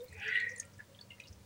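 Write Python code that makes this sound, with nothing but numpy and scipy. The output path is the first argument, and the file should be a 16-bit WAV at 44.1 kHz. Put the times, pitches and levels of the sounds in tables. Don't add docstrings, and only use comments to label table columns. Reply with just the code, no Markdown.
import sys
import numpy as np
from scipy import signal
from scipy.fft import rfft, irfft
from scipy.io import wavfile

SR = 44100
rng = np.random.default_rng(int(sys.argv[2]) if len(sys.argv) > 2 else 0)


def generate_wav(signal):
    frames = np.transpose(np.atleast_2d(signal))
    scaled = np.clip(frames, -1, 1) * 32767
    pcm = np.round(scaled).astype(np.int16)
    wavfile.write(sys.argv[1], SR, pcm)


N = 63945
T = np.arange(N) / SR


def from_db(db):
    return 10 ** (np.asarray(db) / 20)


def rms_one(x):
    return x / np.sqrt(np.mean(x ** 2) + 1e-20)


def band(x, low_hz, high_hz):
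    edges_hz = [max(low_hz, 10), min(high_hz, SR * .45)]
    return signal.sosfilt(signal.butter(2, edges_hz, "band", fs=SR, output="sos"), x)


def drift(corner_hz):
    hop, settle = 40, 2000
    pole = np.exp(-2 * np.pi * corner_hz * hop / SR)
    noise = rng.standard_normal(N // hop + settle + 2)
    slow = signal.lfilter([1], [1, -2 * pole, pole * pole], noise)[settle:]
    return np.interp(np.arange(N) / hop, np.arange(len(slow)), rms_one(slow))


def swell(peak_s, rise_s, fall_s):
    distance = np.maximum((peak_s - T) / rise_s, (T - peak_s) / fall_s)
    return from_db(-20 * distance ** 1.51)


def strike(start_s, attack_s, t60_s):
    age_s = np.maximum(T - start_s, 0)
    return np.minimum(age_s / attack_s, 1) * from_db(-60 * np.maximum(age_s - attack_s, 0) / t60_s)


def tone(pitch_hz, waver_hz):
    cycles = np.cumsum(pitch_hz + waver_hz * drift(corner_hz=36)) / SR
    return np.sqrt(2) * np.sin(2 * np.pi * (cycles + rng.random()))


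def soft_tones(rows, waver_hz):
    return sum(from_db(level_db) * swell(peak_s, half_s, half_s) * tone(pitch_hz, waver_hz)
               for peak_s, pitch_hz, level_db, half_s in rows)


def splashes(centre_hz, width_hz, spread_db=0.5, grains_per_s=5000):
    impulses = (rng.random(N) < grains_per_s / SR) * rng.choice([-1, 1], N)
    sizes = from_db(spread_db * np.minimum(rng.exponential(1, N), 3))
    return rms_one(band(impulses * sizes, centre_hz - width_hz / 2, centre_hz + width_hz / 2))


def room_noise(level_db=-60.5):
    # frequency_hz, relative_density_db
    spectrum = [(30, -12), (55, -19.5), (90, 2.5), (150, -4), (260, -9), (330, -14), (550, -8.5),
                (720, -18.5), (1200, -19.5), (3200, -24), (6200, -25.5), (9400, -28), (11500, -33.5),
                (13800, -38.5), (15400, -24.5)]
    frequency_hz, density_db = np.transpose(spectrum)
    bins_hz = np.fft.rfftfreq(N, 1 / SR)
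    colour = from_db(np.interp(np.log(bins_hz + 1), np.log(frequency_hz), density_db))
    return from_db(level_db) * rms_one(irfft(rfft(rng.standard_normal(N)) * colour, N))


def mains_hum():
    # pitch_hz, level_db
    partials = [(100.3, -66), (200.3, -71), (965, -80)]
    return sum(from_db(level_db) * tone(pitch_hz, waver_hz=1.1) for pitch_hz, level_db in partials)


def low_bumps():
    # peak_s, pitch_hz, level_db, half_length_s
    bumps = [(.128, 83.8, -49.5, 0.028), (.183, 82.5, -50, 0.043), (.66, 100, -59, 0.017),
             (.78, 95, -51.5, 0.018), (1.312, 83.2, -48, 0.019), (1.38, 72.3, -58.5, 0.071)]
    return soft_tones(bumps, waver_hz=4.5)


def hollow_tones():
    # peak_s, pitch_hz, level_db, half_length_s
    swells = [(.02, 493, -44.5, 0.052), (.158, 436, -57, 0.037), (.282, 437, -50.5, 0.043),
              (.39, 436, -63, 0.18), (.47, 492, -55, 0.012), (.526, 498, -53, 0.028),
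              (.58, 488, -62.5, 0.037), (.655, 555, -65.5, 0.05), (.935, 552, -67, 0.082),
              (1.27, 550, -70, 0.035)]
    return soft_tones(swells, waver_hz=11)


def kitchen_reverb(x, level_db=-11.5, t60_s=0.094, delay_s=0.0027):
    reflections = band(rng.standard_normal(N), low_hz=300, high_hz=4740)
    tail = reflections * from_db(-60 * T / t60_s) * (T > delay_s)
    return from_db(level_db) * signal.fftconvolve(x, tail / np.sqrt(np.sum(tail ** 2)))[:N]


def crackle(level_db=-72.5, clicks_per_s=600, bands=14):
    ticks = np.zeros(N)
    for centre_hz in np.geomspace(3500, 9300, bands):
        clicks = (rng.random(N) < clicks_per_s / bands / SR) * rng.uniform(-1, 1, N)
        ticks += band(clicks + 1e-18, centre_hz * .91, centre_hz * 1.09)
    return from_db(level_db) * rms_one(ticks) * swell(peak_s=0.16, rise_s=1, fall_s=1)


def fizz(level_db=-58.5):
    hiss = rms_one(band(rng.standard_normal(N), low_hz=14000, high_hz=15660))
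    return from_db(level_db) * hiss * swell(peak_s=0.043, rise_s=0.021, fall_s=0.021)


def smacks(attack_s=0.00017, relative_width=0.21):
    # start_s, centre_hz, level_db, t60_s
    tears = [(.128, 8500, -55, 0.03), (0.139, 7100, -64, 0.017), (0.2, 6030, -59, 0.025),
             (.279, 5830, -51, 0.056), (0.35, 8700, -61.5, 0.045), (0.359, 8400, -63, 0.019),
             (.401, 7000, -52, 0.014), (0.491, 6170, -57, 0.12), (0.516, 6000, -55, 0.048),
             (0.561, 8500, -52, 0.021), (0.578, 6700, -55.5, 0.078), (0.5984, 7800, -34, 0.0043),
             (0.6, 14000, -56, 0.0084), (0.603, 6100, -52, 0.038), (.652, 8600, -54, 0.014),
             (.736, 5830, -60, 0.053), (0.782, 8000, -57, .012), (1.013, 8200, -50.5, 0.006),
             (1.199, 3600, -52, 0.023), (1.202, 5870, -53, 0.039), (1.201, 9400, -58.5, 0.017),
             (1.272, 4980, -56.5, 0.089), (1.283, 5650, -54.5, 0.027), (1.327, 5840, -56.5, 0.041)]
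    return sum(from_db(level_db) * strike(start_s, attack_s, t60_s)
               * splashes(centre_hz, centre_hz * relative_width, spread_db=3)
               for start_s, centre_hz, level_db, t60_s in tears)


def pops(pitch_rise=.01, splash_relative_width=0.34, splash_t60_s=0.066):
    # start_s, pitch_hz, peak_db, attack_s, t60_s, splash_db
    bubbles = [(.002, 3673, -57.5, 0.0038, 0.076, -5), (0.081, 4180, -56, 0.0015, 0.061, -12),
               (0.125, 1914, -46.5, 0.003, 0.031, -11), (.356, 2830, -27, 0.00067, 0.01, -23),
               (.401, 4230, -42.5, 0.00075, 0.035, -12), (.493, 5830, -48.5, 0.0015, 0.032, -7),
               (0.515, 5690, -52, 0.0017, 0.044, -22), (0.561, 7180, -45, 0.0013, .018, -10),
               (0.581, 9560, -45.5, 0.0017, 0.052, -24), (0.5984, 8790, -31.5, 0.0013, 0.0073, -15),
               (0.6003, 6540, -26, 0.00069, 0.012, -15), (0.561, 4240, -54, .001, 0.017, -12),
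               (.627, 2400, -55, 0.003, .07, 3), (0.788, 1736, -46.5, 0.0075, .05, -6),
               (.800, 1696, -41, .005, 0.039, -9), (0.946, 3180, -64.5, 0.0015, 0.13, 8),
               (0.989, 3490, -47, 0.0025, 0.012, -11), (0.99, 1701, -62.5, 0.0057, 0.086, -14),
               (1.011, 4490, -41.5, 0.0014, 0.029, -17), (1.103, 2817, -44, 0.0042, 0.023, -6),
               (1.115, 2766, -48.5, 0.0028, 0.07, -7), (1.108, 2118, -53, 0.0029, 0.14, -18),
               (1.182, 2030, -58.5, 0.0014, 0.021, -1), (1.1997, 2488, -36.5, 0.0021, 0.018, -9),
               (1.215, 2500, -53, 0.0041, 0.11, -8), (1.237, 3820, -50.5, 0.0014, 0.014, -6),
               (1.253, 2834, -52.5, 0.0032, 0.034, -4.5)]
    out = np.zeros(N)
    for start_s, pitch_hz, peak_db, attack_s, t60_s, splash_db in bubbles:
        glide_hz = pitch_hz * (1 + pitch_rise * np.clip((T - start_s) / t60_s, 0, 1))
        phase = 2 * np.pi * np.cumsum(glide_hz * (T > start_s)) / SR
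        ring = np.sin(phase) * strike(start_s, attack_s, t60_s)
        grains = splashes(pitch_hz, pitch_hz * splash_relative_width)
        splash = grains * strike(start_s, attack_s, splash_t60_s)
        out += from_db(peak_db) * (ring + .5 * from_db(splash_db) * splash)
    return out


def whistle(flutter_db=3):
    # pitch_hz, peak_s, level_db, rise_s, fall_s
    resonances = [(1997, 0.32, -34.5, 0.069, 0.1), (1918, 0.353, -37, 0.091, .15),
                  (1890, 0.414, -40, 0.18, 0.19), (1822, 0.598, -54, 0.041, 0.044),
                  (1387, 0.63, -69.5, 0.045, 0.16), (2510, 0.14, -68, 0.047, 0.17),
                  (1656, 0.24, -52.5, 0.066, .1), (1759, 0.264, -44.5, 0.029, 0.07),
                  (1518, 0.329, -47.5, 0.054, 0.15), (3960, 0.4, -62.5, 0.11, 0.1)]
    return sum(from_db(level_db + flutter_db * drift(corner_hz=64))
               * swell(peak_s, rise_s, fall_s) * tone(pitch_hz, waver_hz=6.02)
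               for pitch_hz, peak_s, level_db, rise_s, fall_s in resonances)


def rush():
    # centre_hz, width_hz, peak_s, level_db, rise_s, fall_s
    resonances = [(1520, 130, 0.3, -45.5, .11, 0.14), (1686, 137, 0.294, -43.5, 0.099, 0.17),
                  (1965, 160, 0.37, -34.5, 0.16, 0.18), (2260, 370, 0.38, -46, 0.26, 0.18),
                  (2470, 240, 0.27, -46, 0.13, 0.15), (2810, 210, 0.36, -49, .13, 0.098),
                  (2695, 470, 0.24, -44.5, 0.037, .06), (3170, 480, 0.26, -52, 0.072, 0.13),
                  (3343, 75, 0.344, -55, 0.047, 0.12), (3680, 650, 0.381, -54, .13, 0.091),
                  (4610, 35, .3, -59, 0.085, 0.043), (810, 83, 0.21, -62, 0.073, 0.16)]
    return sum(from_db(level_db) * swell(peak_s, rise_s, fall_s) * splashes(centre_hz, width_hz)
               for centre_hz, width_hz, peak_s, level_db, rise_s, fall_s in resonances)


def scene():
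    drips = pops() + smacks() + crackle() + fizz()
    lows = hollow_tones() + low_bumps()
    draining = rush() + whistle()
    return (draining + drips + kitchen_reverb(drips) + lows + room_noise() + mains_hum())[None]


def record(dry):
    cutoff_hz = 15750
    return signal.sosfilt(signal.ellip(10, .3, 70, cutoff_hz, fs=SR, output="sos"), dry)


dry = scene()
out = record(dry)
generate_wav(out)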